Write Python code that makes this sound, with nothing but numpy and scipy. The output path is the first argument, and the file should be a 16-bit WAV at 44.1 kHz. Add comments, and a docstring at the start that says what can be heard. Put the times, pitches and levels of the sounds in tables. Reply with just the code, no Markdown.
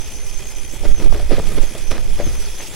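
"""Wind buffets the two microphone ports of a small camera on a rider's chest and overloads the right one.
The bicycle coasts fast down a dirt trail: a freewheel buzzes as pawl clicks ring the hub, tyres hiss as
patchy noise on grit, and a thin whistle, part tone and part narrow noise, wavers near 6 kHz.
Roots jolt the bike: hard blows knock the ringing frame and camera mount, small ones rattle, grit crunches."""
import sys
import numpy as np
from scipy import signal
from scipy.fft import rfft, irfft
from scipy.io import wavfile
from scipy.ndimage import uniform_filter1d

SR = 44100
rng = np.random.default_rng(int(sys.argv[2]) if len(sys.argv) > 2 else 0)


def generate_wav(signal):
    """Clip the signal to [-1, 1] and save it as 16-bit WAV at the path in sys.argv[1]."""
    frames = np.transpose(np.atleast_2d(signal))
    scaled = np.clip(frames, -1, 1) * 32767
    pcm = np.round(scaled).astype(np.int16)
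    wavfile.write(sys.argv[1], SR, pcm)


N = 121275
T = np.arange(N) / SR  # seconds
RING_SAMPLES = 6000  # length of every frame ring

# Wind pressure at the ports. Each row: time in seconds, relative level in dB, left over right in dB.
BUFFET = [(0.0, -26.5, -23.5), (0.11, -26.5, 11), (0.16, -22, -9), (0.27, -24.5, 2), (0.31, -23.5, -11.5),
          (0.77, -27.5, -11), (0.9, -9, -15), (1.02, -20.5, -10.5), (1.05, -9, -11), (1.58, -18, -6),
          (1.62, -16, -18.5), (1.75, -34, 11), (1.83, -20.5, -8.5), (2.07, -19.5, -10), (2.12, -16, -14.5),
          (2.23, -17, 2), (2.3, -15, -16.5), (2.75, -33, 5)]
# Spectrum of the buffeting at the right port, then the left. Each row: frequency in Hz, relative dB per Hz.
RIGHT_COLOUR = [(1.8, -30), (3.0, 5.5), (16, 6.5), (24, -13), (35, -11), (64, -14.5), (93, -27),
                (260, -45.5), (340, -53), (570, -120)]
LEFT_COLOUR = [(1.8, -28), (3, -41), (8, 3), (22, -12.5), (35, -11.5), (64, -20), (100, -32), (260, -59),
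               (400, -90), (600, -120)]
# Strongest pressure lumps on the right port. Each row: centre in seconds, length in seconds,
# signed height (full scale 1).
LUMPS = [(.887, 0.058, 0.94), (0.935, 0.048, -1.2), (1.068, 0.06, -1.01), (1.088, 0.043, -1.09),
         (1.117, 0.047, 1.1), (1.307, 0.054, 0.81)]
OPPOSED = 0.22  # share of the right port's source noise reversed into the left, before colouring
LUMP_ON_LEFT = -0.13  # share of each lump that reaches the left port

# Hard blows to frame and mount. Each row: start in seconds, peak of the ring in dB, crack in dB,
# centre of the ring in Hz, ring length as a share of the frame's.
KNOCKS = [(0.736, -26, -43, 225.6, 0.61), (0.832, -23, -43, 310, 0.54), (0.852, -16.5, -30.5, 482, 0.31),
          (0.888, -26.5, -48, 450, 1), (1.0, -22, -28, 218, 0.45), (1.023, -21, -28, 360.2, .6),
          (1.061, -28, -32, 497, 0.99), (1.125, -19.5, -36, 890, 0.16), (1.147, -21.5, -29, 410, 2.5),
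          (1.199, -22.5, -31, 594, 1.3), (1.296, -22, -43, 302, .7), (1.308, -14.5, -31, 560, 0.99),
          (1.317, -8.5, -26, 380, 0.56), (1.325, -9, -28, 340, 0.49), (1.332, -17, -30, 400, 0.47),
          (1.368, -40, -23.5, 400, .5), (1.381, -11.5, -36, 457, 0.33), (1.397, -18, -33, 840, 0.13),
          (1.545, -25, -36, 397, 0.43), (1.5835, -15, -25, 256.4, 0.43), (1.634, -19.5, -31.5, 401, 0.25),
          (1.752, -24.5, -32, 584, .5), (1.761, -28, -30.5, 291, 0.39), (1.911, -23, -26, 402, .6),
          (1.916, -19.5, -20, 947, 0.3), (1.98, -30, -20.5, 1000, 0.88), (2.189, -31.5, -34, 299, .5),
          (2.1994, -12, -27, 553, 0.32), (2.208, -17.5, -27, 598, .5), (2.22, -21.5, -41, 600, 1.8),
          (2.266, -18.5, -29, 261, 0.36), (2.275, -17.5, -32, 197, .4), (2.606, -45, -24.5, 930, 0.44)]
# Modes of frame and camera mount. Each row: frequency in Hz, relative level in dB,
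# full 60 dB decay time in seconds (each blow uses a share of it).
FRAME = [(131, 10, 0.057), (227, -4, 0.054), (333.5, -1.5, 0.099), (411.2, -0.5, 0.056), (520, -6.5, 0.02),
         (582.5, 1, 0.062), (722, 2, 0.027), (957, -5.5, 0.021), (1251, -10, 0.077)]
FOCUS_DB_PER_OCTAVE, RISE_S = 18, .0015  # loss away from the ring centre, onset time constant
CRACK_T60_S, CRACK_TREBLE_DB = 0.011, -19  # decay, white noise added to the crack band
SNAP_HZ, SNAP_T60_S, SNAP_DB = 1800, 0.0026, 4.5  # sharp start of each crack; dB over the crack level

# How hard the bike shakes. Each row: time in seconds, relative level in dB.
SHAKE = [(0.0, -63), (0.04, -40), (0.72, -45.5), (0.73, -34), (0.79, -41), (0.855, -25), (0.87, -28.5),
         (0.97, -43), (1.0, -23), (1.06, -21), (1.09, -34), (1.16, -26), (1.18, -37), (1.2, -28),
         (1.22, -37), (1.28, -43), (1.32, -14.5), (1.37, -33.5), (1.39, -39), (1.39, -18), (1.45, -34.5),
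         (1.51, -26.5), (1.57, -31), (1.58, -18), (1.6, -38), (1.75, -43), (1.75, -27), (1.79, -33.5),
         (1.89, -58), (1.91, -22.5), (2.03, -37), (2.17, -38), (2.2, -22.5), (2.25, -35), (2.27, -39),
         (2.29, -36), (2.54, -57), (2.64, -32), (2.66, -39.5), (2.75, -35)]
RATTLE_PER_S, RATTLE_SPREAD_DB, RATTLE_DB = 1000, 4, -4.5  # mean blow rate, size spread, gain on SHAKE

# Grit thrown up in the jolts. Each row: time in seconds, relative level in dB.
GRIT = [(0.0, -50), (0.01, -46), (0.63, -48.5), (0.83, -47.5), (0.86, -29), (0.86, -39), (0.97, -44),
        (1.03, -35.5), (1.1, -45.5), (1.13, -35), (1.29, -43), (1.32, -27), (1.38, -35), (1.4, -34.5),
        (1.41, -41), (1.57, -36.5), (1.58, -31), (1.6, -38), (1.9, -45), (1.91, -32.5), (1.97, -32.5),
        (1.98, -39.5), (2.01, -42.5), (2.16, -47), (2.21, -30), (2.22, -38.5), (2.6, -48.5), (2.6, -33),
        (2.64, -53), (2.75, -54)]
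# Spectrum of that crunch. Each row: frequency in Hz, relative dB per Hz.
CRUNCH_COLOUR = [(530, 13.5), (900, 1), (2200, 3), (2480, -2.5), (4940, -3.5), (9070, -18.5), (10200, -33),
                 (13600, -36), (15500, -45)]
CRUNCH_DB = 2  # gain on GRIT

# Tyres and air past the body, and the bright top of the crack at 1.91 s.
# Each row: time in seconds, relative level in dB.
HISS = [(0.0, -43), (0.24, -45.5), (0.61, -45.5), (0.72, -46), (0.74, -41.5), (0.79, -45), (0.89, -44.5),
        (0.97, -53.5), (1.0, -42.5), (1.1, -47), (1.13, -43), (1.3, -47.5), (1.32, -46.5), (1.59, -43.5),
        (1.77, -45.5), (1.78, -41.5), (1.86, -47.5), (1.905, -46), (1.912, -35.5), (1.935, -48.5),
        (2.37, -41.5), (2.6, -43.5), (2.61, -40), (2.73, -42.5), (2.75, -38)]
# Spectrum of the hiss. Each row: frequency in Hz, relative dB per Hz.
HISS_COLOUR = [(59, -48), (100, 3), (223, -21), (421, 0.5), (488, -23.5), (729, -13), (863, -6.5),
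               (1070, -16.5), (1240, -14.5), (1660, -14), (2480, -8.5), (2880, -11), (3410, -6.5),
               (3950, -15.5), (5780, -7), (6160, -10), (6990, -12), (7610, -10.5), (8820, -16), (10000, -9),
               (11600, -13), (13500, -32.5), (15600, -18)]

# Freewheel buzz. Each row: time in seconds, level in dB.
FREEWHEEL = [(0, -45.5), (.2, -45.5), (.6, -43), (.75, -49.5), (.9, -46), (1.5, -44), (1.8, -44),
             (2.1, -45.5), (2.4, -47.5), (2.75, -51)]
# Mean click rate of the pawls. Each row: time in seconds, clicks per second.
PAWL_RATE = [(0, 65), (.2, 62.5), (.7, 62.3), (.9, 60), (1.5, 62), (1.8, 67), (2.1, 61.5), (2.75, 60)]
# Hub resonances, each passed twice. Each row: frequency in Hz, width of one pass in Hz, relative level in dB.
HUB = [(2020, 130, -2), (2470, 200, 6), (3260, 690, 3.5), (5100, 810, -6), (10650, 9900, 9)]
HUB_TOP_HZ, CLICK_SPREAD_DB = 11800, 1.5  # treble limit, spread of click sizes
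RATE_WOBBLE = .02  # rms share of the click rate
PAWL_SNAP = 9  # clean click against the scrape noise

# Thin whistle. Each row: time in seconds, pitch in Hz, relative level in dB.
WHISTLE = [(0.0, 5980, -38.5), (0.04, 6290, -45), (0.11, 6110, -44), (0.12, 6091, -41.5),
           (0.3, 6240, -40.5), (0.33, 6370, -45), (0.38, 6250, -37), (0.4, 6524, -52), (0.46, 6400, -46),
           (0.47, 6390, -36), (0.5, 6220, -40), (0.54, 6449, -49), (0.56, 6170, -39), (0.6, 6060, -37.5),
           (0.61, 6300, -46), (0.63, 6440, -48), (0.65, 6091, -40), (0.73, 6309, -47), (0.79, 6010, -50),
           (0.8, 6490, -62), (0.91, 6503, -48.5), (1.0, 6063, -34), (1.02, 6175, -59), (1.07, 6110, -55),
           (1.08, 6300, -65), (1.18, 5900, -64), (1.21, 6432, -52), (1.22, 5870, -55), (1.27, 6507, -62),
           (1.28, 6050, -71), (1.34, 6420, -57), (1.35, 6007, -59), (1.46, 6427, -50), (1.49, 6100, -50),
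           (1.52, 6590, -55), (1.55, 5920, -58), (1.59, 6530, -61), (1.62, 6158, -50), (1.64, 6440, -43),
           (1.69, 6347, -49), (1.72, 6250, -59), (1.81, 6390, -53), (1.83, 6080, -46), (1.9, 6100, -37),
           (1.94, 6100, -49), (1.97, 6550, -55), (2.02, 6440, -49), (2.12, 6500, -73), (2.24, 6400, -43),
           (2.3, 6080, -40), (2.32, 6393, -47), (2.4, 6030, -37), (2.55, 6410, -51), (2.57, 6150, -37.5),
           (2.7, 6540, -50), (2.75, 6190, -55)]
FLUTTER_HZ, BREAK_DB = 70, 2.2  # largest pitch flutter, rms of the level breaks
ROUGH_SHARE, CLEAR_SHARE = 0.65, .75  # amplitudes of the narrow noise and the clear sine

# Likeness of the two ports. Each row: frequency in Hz, left-right likeness (1 is identical).
SAME = [(60, -0.09), (130, 0.9), (290, 0.99), (640, 0.98), (1410, 0.98), (3100, 0.83), (6820, 0.37),
        (15000, -0.021)]
# Balance of the two ports. Each row: frequency in Hz, left over right in dB.
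LEAN = [(60, -3.0), (110, -3.5), (200, 1.5), (380, 0), (700, -0.5), (1290, 0.5), (2380, -2), (4400, -3.5),
        (8120, -1.5), (15000, 5)]
EDGE_HZ = 15850  # upper limit of the sound


def gain_of(db):
    """Amplitude factor of a level in dB."""
    return 10 ** (np.asarray(db) / 20)


def evened(x):
    """Scale each channel to rms 1."""
    return x / np.sqrt(np.mean(x ** 2, -1, keepdims=True) + 1e-20)


def read(points, hz):
    """Read a spectrum table along a logarithmic frequency axis."""
    f, value = np.transpose(points)
    return np.interp(np.log(hz + 1), np.log(f + 1), value)


def curve(table, column):
    """Draw straight lines through one table column over time."""
    rows = np.array(table)
    return np.interp(T, rows[:, 0], rows[:, column])


def coloured(x, points):
    """Shape a sound by a spectrum table, at rms 1."""
    hz = np.fft.rfftfreq(N, 1 / SR)
    return evened(irfft(rfft(x) * gain_of(read(points, hz)), N))


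def wander(rate_hz):
    """Random drift of rms 1: noise low-passed at rate_hz."""
    b, a = signal.butter(2, rate_hz, fs=SR)
    return evened(signal.lfilter(b, a, rng.standard_normal(N)))


def resonate(x, hz, width):
    """A resonance of gain 1 that can follow a pitch curve: shift to 0 Hz, smooth, shift back."""
    turn = np.exp(2j * np.pi * np.cumsum(hz * np.ones(len(x))) / SR)
    r = np.exp(-np.pi * width / SR)
    return 2 * (turn * signal.lfilter([1 - r], [1, -r], x / turn)).real


def ring(hz, db, t60):
    """One mode after a blow: a sine that decays exponentially."""
    t = T[:RING_SAMPLES]
    return gain_of(db - 60 * t / t60) * np.sin(2 * np.pi * hz * t)


def wind():
    """Lumpy pressure on each port, partly opposed, and a few big lumps on the right."""
    lean = curve(BUFFET, column=2) / 2
    left, right = rng.standard_normal((2, N))
    air = np.array([coloured(left - OPPOSED * right, LEFT_COLOUR), coloured(right, RIGHT_COLOUR)])
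    air = air * gain_of(curve(BUFFET, column=1) + 2.0 + np.array([lean, -lean]))
    for s, length, height in LUMPS:
        lump = np.cos(np.pi * np.clip((T - s) / length, -.5, .5)) ** 2
        # The lump displaces the buffeting on the right port.
        air[1] = air[1] * (1 - np.minimum(1.85 * lump, 1)) + height * lump
        air[0] = air[0] + LUMP_ON_LEFT * height * lump
    return air


def knocks():
    """Single hard blows: frame modes nearest in pitch to the ring centre sound most, with a short crack."""
    out, t = np.zeros(N + RING_SAMPLES), T[:RING_SAMPLES]
    white = rng.standard_normal((len(KNOCKS), RING_SAMPLES))
    crack_band = signal.butter(2, [800, 3600], "band", fs=SR, output="sos")
    cracks = evened(signal.sosfilt(crack_band, white)) + gain_of(CRACK_TREBLE_DB) * white
    for (s, db, crack_db, centre_hz, share), noise in zip(KNOCKS, cracks):
        tone = np.zeros(RING_SAMPLES)
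        for k, (hz, mode_db, t60) in enumerate(FRAME):
            focus_db = FOCUS_DB_PER_OCTAVE * abs(np.log2(hz / centre_hz))
            sign = (-1) ** (k // 2)  # modes start in differing directions
            tone += sign * ring(hz, mode_db - focus_db, t60 * max(share, .1))
        tone = tone * (1 - np.exp(-t / RISE_S))
        knock = gain_of(db) * tone / abs(tone).max()
        crack = gain_of(crack_db - 60 * t / CRACK_T60_S) * noise
        snap = ring(SNAP_HZ, crack_db + SNAP_DB, SNAP_T60_S)
        out[round(s * SR):][:RING_SAMPLES] += knock + crack + snap
    return out[:N]


def rattle():
    """Dense small blows, each on one random frame mode, ring as hard as the bike shakes."""
    size = gain_of(RATTLE_SPREAD_DB * np.minimum(rng.exponential(1, N), 3))
    struck = rng.random(N) < RATTLE_PER_S / SR
    blows = size * struck * rng.choice([-1, 1], N)
    mode = rng.integers(0, len(FRAME), N)
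    body = np.zeros(N)
    for k, (hz, db, t60) in enumerate(FRAME):
        body += signal.oaconvolve(blows * (mode == k), ring(hz, db, t60 * .5))[:N]
    return gain_of(curve(SHAKE, column=1) + RATTLE_DB) * evened(body)


def crunch():
    """Grit thrown up in the jolts: coloured noise with a fast random flicker."""
    noise = rng.standard_normal((2, N))
    flicker = gain_of(1 * wander(rate_hz=130.0))  # 1 dB rms
    return gain_of(curve(GRIT, column=1) + CRUNCH_DB) * coloured(noise * flicker, CRUNCH_COLOUR)


def hiss():
    """Tyres on grit, air past the body and the top of the crack at 1.91 s: patchy noise, shared flicker."""
    noise = rng.standard_normal((2, N))
    _, _, z = signal.stft(noise, SR, nperseg=256, noverlap=192)
    patches = uniform_filter1d(rng.standard_normal(z.shape[1:]), 6, 0)  # smooth across pitch
    patches = uniform_filter1d(patches, 30, 1)  # smooth across time
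    patchy = z * gain_of(1.98 * patches / patches.std())
    noise = signal.istft(patchy, SR, nperseg=256, noverlap=192)[1][:, :N]
    level_db = curve(HISS, column=1) + 6.5 + 1.58 * wander(rate_hz=45.0)
    return coloured(noise, HISS_COLOUR) * gain_of(level_db)


def freewheel():
    """Each pawl click is a clean tick and a short soft scrape of noise that ring the hub."""
    rate = curve(PAWL_RATE, column=1) * (1 + RATE_WOBBLE * wander(rate_hz=15.))
    turns = np.cumsum(rate) / SR  # clicks so far
    size = gain_of(CLICK_SPREAD_DB * rng.standard_normal(400))[turns.astype(int)]
    u = (turns % 1) / 0.082  # the scrape peaks 0.082 of the way to the next click
    tick = np.diff(np.floor(turns), prepend=0)
    scrape = size * (u * np.exp(-u) * rng.standard_normal((2, N)) + PAWL_SNAP * tick)
    hub = np.zeros((2, N))
    for channel, x in enumerate(scrape):
        for hz, width, db in HUB:
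            hub[channel] += gain_of(db) * evened(resonate(resonate(x, hz, width), hz, width))
    hub = signal.sosfilt(signal.butter(10, HUB_TOP_HZ, fs=SR, output="sos"), hub)
    return evened(hub) * gain_of(curve(FREEWHEEL, column=1))


def whistle():
    """A thin tone, part rough narrow noise and part sine, that flutters in pitch and strength."""
    hz = curve(WHISTLE, column=1) + FLUTTER_HZ * np.tanh(1.29 * wander(rate_hz=69.5))
    noise = rng.standard_normal((2, N))
    rough = np.array([evened(resonate(resonate(x, hz, 140.0), hz, 140.0)) for x in noise])
    clear = np.sin(2 * np.pi * np.cumsum(hz) / SR)
    level_db = curve(WHISTLE, column=2) + 3.0 + BREAK_DB * wander(rate_hz=34.0)
    return (ROUGH_SHARE * rough + CLEAR_SHARE * clear) * gain_of(level_db)


def ports(x, other):
    """Two nearby ports: alike in the bass, less alike and unequal in the treble."""
    hz = np.maximum(np.fft.rfftfreq(N, 1 / SR), 200)
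    same, lean = np.clip(read(SAME, hz), 0, 1), gain_of(read(LEAN, hz) / 2)
    a, b = rfft(x), rfft(other)
    shared, opposed = np.sqrt((1 + same) / 2) * a, np.sqrt((1 - same) / 2) * b
    return irfft(np.array([(shared + opposed) * lean, (shared - opposed) / lean]), N)


def scene():
    """Wind at each port, airborne sounds spread over both, frame sounds equal in both."""
    body, grit = rattle(), crunch()
    air = wind()
    first, second = hiss() + grit + freewheel() + whistle()
    return air + ports(first, second) + body + knocks()


def record(dry):
    """Hard overload at full scale, then the band limit."""
    low_pass = signal.firwin(511, EDGE_HZ, window=("kaiser", 9), fs=SR)
    return signal.oaconvolve(np.clip(dry, -1, 1), low_pass[None], "same")


dry = scene()
out = record(dry)
generate_wav(out)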